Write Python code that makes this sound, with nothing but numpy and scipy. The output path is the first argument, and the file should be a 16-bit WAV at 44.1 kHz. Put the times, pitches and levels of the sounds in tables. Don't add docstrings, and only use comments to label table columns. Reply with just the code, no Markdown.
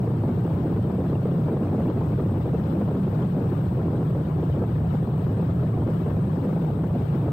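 import sys
import numpy as np
from scipy import signal
from scipy.fft import rfft, irfft, next_fast_len
from scipy.io import wavfile
from scipy.ndimage import uniform_filter1d, minimum_filter1d, map_coordinates

SR = 44100
rng = np.random.default_rng(int(sys.argv[2]) if len(sys.argv) > 2 else 0)


def digitize_waveform(pressure):
    field = np.atleast_2d(pressure).T
    bounded = np.clip(field, -1, 1)
    quanta = np.round(bounded * 32767).astype(np.int16)
    wavfile.write(sys.argv[1], SR, quanta)


N = 322812
TIME_S = np.arange(N) / SR


def amp(db):
    return 10 ** (np.asarray(db) / 20)


def unit(x):
    return x / np.sqrt(np.mean(x ** 2) + 1e-20)


def curves(rows):
    knots_s, *columns = np.transpose(rows)
    return [np.interp(TIME_S, knots_s, column) for column in columns]


def wobble(rate_hz):
    knots = rng.standard_normal(int(N * rate_hz / SR) + 4)
    return map_coordinates(knots, [np.arange(N) * rate_hz / SR])


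def filtered(x, response):
    size = next_fast_len(N + 8192)
    spectrum = rfft(x, size) * response(np.fft.rfftfreq(size, 1 / SR))
    return irfft(spectrum, size)[..., :N]


def noise(points):
    point_hz, point_db = np.transpose(points)

    def colour(hz):
        return amp(np.interp(np.log(hz + 1), np.log(point_hz + 1), point_db, left=-120, right=-120))

    return unit(filtered(rng.standard_normal(N), colour))


def patchy(x, depth_db, bins, frames):
    z = signal.stft(x, nperseg=512)[2]
    field = uniform_filter1d(rng.standard_normal(z.shape), bins, 0)
    field = uniform_filter1d(field, frames, 1)
    mottled = signal.istft(z * amp(depth_db * unit(field)), nperseg=512)[1]
    return unit(mottled[:N])


# (frequency [Hz], relative level [dB per Hz])
HISS_SPECTRUM = [(7500, -17.5), (7900, -5.5), (8250, 3.5), (8600, -1.5), (8950, -18.5)]


def hiss():
    level_db = -68.5 + .4 * wobble(10) + 1.6 * wobble(40)
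    return amp(level_db) * noise(HISS_SPECTRUM)


# (frequency [Hz], relative level [dB per Hz])
RUSH_SPECTRUM = [(7.1, -45), (12, -9.5), (50, -9.5), (65, -5.5), (90, -6), (129, -6.5), (273, -1),
                 (415, -0.5), (632, -3.5), (800, -4.5), (1050, -6.5), (1450, -13), (2040, -21.5),
                 (2900, -24.5), (3830, -28), (4600, -33), (5500, -36.5), (6010, -40.5), (8360, -37.5),
                 (10000, -47), (13500, -34), (15700, -34.5)]


def rush():
    air = patchy(noise(RUSH_SPECTRUM), depth_db=2.8, bins=2, frames=3)
    lows = filtered(air, lambda hz: 1 / (1 + (hz / 350) ** 4))
    lumps = unit(amp(1.9 * wobble(19) + 1.4 * wobble(35)))
    stream = amp(0.78 * wobble(14)) * (air - lows) + lumps * lows
    return amp(-37.0) * stream


# (frequency [Hz], relative level [dB per Hz])
DEEP_SPECTRUM = [(20, -21), (48, -27), (62, -9), (75, -1.5), (92, 2.5), (110, 3.5), (150, -26), (220, -62)]


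def deep_eddies(level_db):
    return amp(level_db + 1.8 * wobble(9)) * noise(DEEP_SPECTRUM)


# (frequency [Hz], relative level [dB per Hz])
BOOM_SPECTRUM = [(60, -36), (90, -12), (120, -1.5), (140, -3.5), (156, 0.5), (170, -1.5), (185, -4),
                 (212, -19.5), (300, -48.5)]


def housing_boom(pitch):
    travel = np.cumsum(pitch * 2 ** (.06 * wobble(22)))
    boom = map_coordinates(noise(BOOM_SPECTRUM), [travel * (N - 1) / travel[-1]])
    return amp(-23.5 + 1.2 * wobble(30)) * boom


# (start [s], hold [s], level before flicker [dB])
BREAKS = [(0.116, 0.033, -33.5), (0.234, 0.007, -22), (0.274, 0.027, -24), (0.444, 0.015, -25),
          (0.5, 0.034, -34), (0.643, 0.033, -33), (0.768, 0.023, -31.5), (0.896, 0.013, -28),
          (0.922, 0.038, -35.5), (0.979, 0.013, -33), (1, 0.014, -29.5), (1.039, 0.026, -30),
          (1.11, 0.032, -30.5), (1.249, 0.016, -25.5), (1.37, 0.018, -27), (1.458, 0.016, -26.5),
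          (1.507, 0.034, -28), (1.617, 0.028, -28), (1.711, 0.039, -30), (1.777, 0.031, -25.5),
          (1.85, 0.024, -22), (1.882, 0.02, -27), (1.97, 0.014, -29), (2.185, 0.021, -30.5),
          (2.268, 0.008, -31), (2.454, 0.01, -26.5), (2.529, 0.024, -23), (2.582, 0.035, -33.5),
          (2.681, 0.024, -32), (2.748, 0.036, -31), (2.803, 0.025, -21.5), (2.878, 0.04, -28),
          (2.94, 0.043, -34), (3.026, 0.02, -30.5), (3.065, 0.015, -30), (3.187, 0.061, -30),
          (3.364, 0.029, -27.5), (3.513, 0.017, -30), (3.767, 0.035, -32), (3.925, 0.018, -27),
          (3.988, 0.012, -30.5), (4.148, 0.017, -34), (4.381, 0.028, -41.5), (4.561, 0.016, -28),
          (4.616, 0.024, -26.5), (4.936, 0.018, -29.5), (5.074, 0.023, -31), (5.393, 0.04, -33),
          (5.608, 0.044, -34.5), (5.818, 0.0175, -34), (5.862, 0.043, -29), (6.072, 0.017, -33.5),
          (6.166, 0.025, -30), (6.442, 0.051, -30.5), (6.524, 0.0088, -27), (6.691, 0.015, -26),
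          (6.834, 0.01, -28), (6.95, 0.014, -24.5), (7.153, 0.0089, -25), (7.185, 0.092, -34.5)]
SMALL_PER_S, SMALL_HOLD_S, SMALL_SPREAD_DB = 16, .005, 2.5
RISE_TAU_S, T60_S = .002, .03


def breaking_eddies(flutter_db):
    when, size = rng.random((int(SMALL_PER_S * N / SR), 2)).T
    scatter_db = SMALL_SPREAD_DB * np.sqrt(12) * (size - .5)
    small_db = flutter_db[(when * N).astype(int)] + scatter_db
    small = np.c_[when * N / SR, np.full(len(when), SMALL_HOLD_S), small_db]
    t = np.arange(SR // 5) / SR
    swell = np.zeros(N + SR)
    for start_s, hold_s, db in np.r_[BREAKS, small]:
        fall_db = 60 * np.maximum(t - hold_s, 0) / T60_S
        rise = 1 - np.exp(-t / RISE_TAU_S)
        swell[round(start_s * SR):][:len(t)] += amp(db - fall_db) * rise
    return swell[:N]


# (middle [s], half length [s], level change [dB])
LULLS = [(0.502, 0.013, 1), (0.802, 0.03, -4), (1.212, 0.022, -2.5), (2.005, 0.017, 0), (2.088, 0.017, -7),
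         (2.173, 0.024, -6), (2.438, 0.04, -6.5), (2.873, 0.03, -7), (3.062, 0.012, -3), (3.192, 0.019, -1),
         (3.445, 0.014, -5), (3.677, 0.01, -4), (3.697, 0.03, -7.5), (3.743, 0.0097, -11),
         (4.237, 0.03, -7.5), (4.347, 0.025, -7.5), (4.488, 0.023, -4), (4.524, 0.022, -11),
         (4.766, 0.023, -3), (4.904, 0.03, -13), (4.966, 0.022, -11), (5.303, 0.025, 0.5), (5.34, 0.01, -3),
         (5.534, 0.014, -5), (5.597, 0.007, -7), (5.987, 0.023, -10), (6.038, 0.03, -4), (6.71, 0.018, -6),
         (6.986, 0.014, -4), (7.061, 0.048, -9), (7.192, 0.025, -13)]
SLACK_S, SLACK_DB = 0.0089, -7


def flutter_slack():
    slack_db = np.zeros(N)
    for start_s, _, _ in BREAKS:
        before = slice(round((start_s - SLACK_S) * SR), round(start_s * SR))
        slack_db[before] += SLACK_DB * (1 - (start_s - TIME_S[before]) / SLACK_S)
    for middle_s, half_s, db in LULLS:
        near = slice(round((middle_s - half_s) * SR), round((middle_s + half_s) * SR))
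        slack_db[near] += db * np.cos(np.pi / 2 * (TIME_S[near] - middle_s) / half_s) ** 2
    return uniform_filter1d(slack_db, size=40)


# (frequency [Hz], relative level [dB per Hz])
FLUTTER_SPECTRUM = [(120, -33), (200, 3), (300, -1), (450, -6), (800, -18), (1300, -31), (2200, -46),
                    (4000, -59), (8000, -71.5), (15000, -80.5)]
# (time [s], level [dB])
FLUTTER_LEVEL = [(0, -32.5), (1, -32.5), (2, -31.5), (3, -34), (4, -32.5), (5, -34), (6, -33),
                 (7.32, -33.5)]
STEADY_DB = -7
SPLIT_HZ = 470


def flutter():
    flutter_db, = curves(FLUTTER_LEVEL)
    breaks = breaking_eddies(flutter_db)
    base = amp(flutter_db + flutter_slack())
    shared_db = 2.4 * wobble(65) + 2.8 * wobble(130)
    all_eddies = noise(FLUTTER_SPECTRUM)
    large = filtered(all_eddies, lambda hz: 1 / (1 + (hz / SPLIT_HZ) ** 4))
    total = 0
    for eddies in (large, all_eddies - large):
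        own_db = 1.0 * wobble(50) + 2.3 * wobble(130) + 2.2 * wobble(280)
        strokes = base * np.hypot(amp(shared_db + own_db), amp(STEADY_DB))
        flickering_breaks = amp(0.24 * shared_db + 0.36 * own_db) * breaks
        total = total + (strokes + flickering_breaks) * eddies
    return total


# (time [s], deep-eddy level before drive [dB], nominal boom pitch [Hz], used relative to its mean)
GUSTS = [(0, -32, 141.9), (.5, -31.5, 149), (1, -31, 142), (1.5, -35, 148.1), (2, -29.5, 140.1),
         (2.4, -30.5, 144.8), (2.8, -32, 153), (3.3, -30.5, 151.9), (3.7, -31.5, 146.2),
         (4.1, -31.5, 143.2), (4.55, -30, 132.1), (5, -29, 140), (5.3, -32, 149.9), (5.7, -27.5, 138),
         (6.1, -30.5, 140.9), (6.5, -32.5, 147), (6.95, -28.5, 134), (7.32, -31.5, 143.1)]


def buffet():
    deep_db, boom_pitch = curves(GUSTS)
    return deep_eddies(deep_db) + housing_boom(boom_pitch) + flutter()


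def limiter(x, ceiling_db, hold_ms, glide_ms, firmness):
    needed = np.minimum(1, amp(ceiling_db) / (np.abs(x) + 1e-9)) ** firmness
    gain = minimum_filter1d(needed, int(hold_ms * SR / 1000))
    for _ in range(3):
        gain = uniform_filter1d(gain, int(glide_ms * SR / 1000))
    return gain * x


DRIVE_DB = 1.5


def scene():
    squeezed = limiter(amp(DRIVE_DB) * buffet(), ceiling_db=-18.0, hold_ms=4.5, glide_ms=1.6, firmness=0.82)
    left = filtered(squeezed, lambda hz: 0.955 / (1 + (hz / 2500) ** 4) + 0.036 / (1 + (hz / 400) ** 4))
    return np.array([left + rush() + hiss(), squeezed])


TOP_HZ = 15720


def record(dry):
    rounded = dry / (1 + np.abs(dry / .16) ** 8) ** (1 / 8)
    return filtered(rounded, lambda hz: hz < TOP_HZ)


dry = scene()
out = record(dry)
digitize_waveform(out)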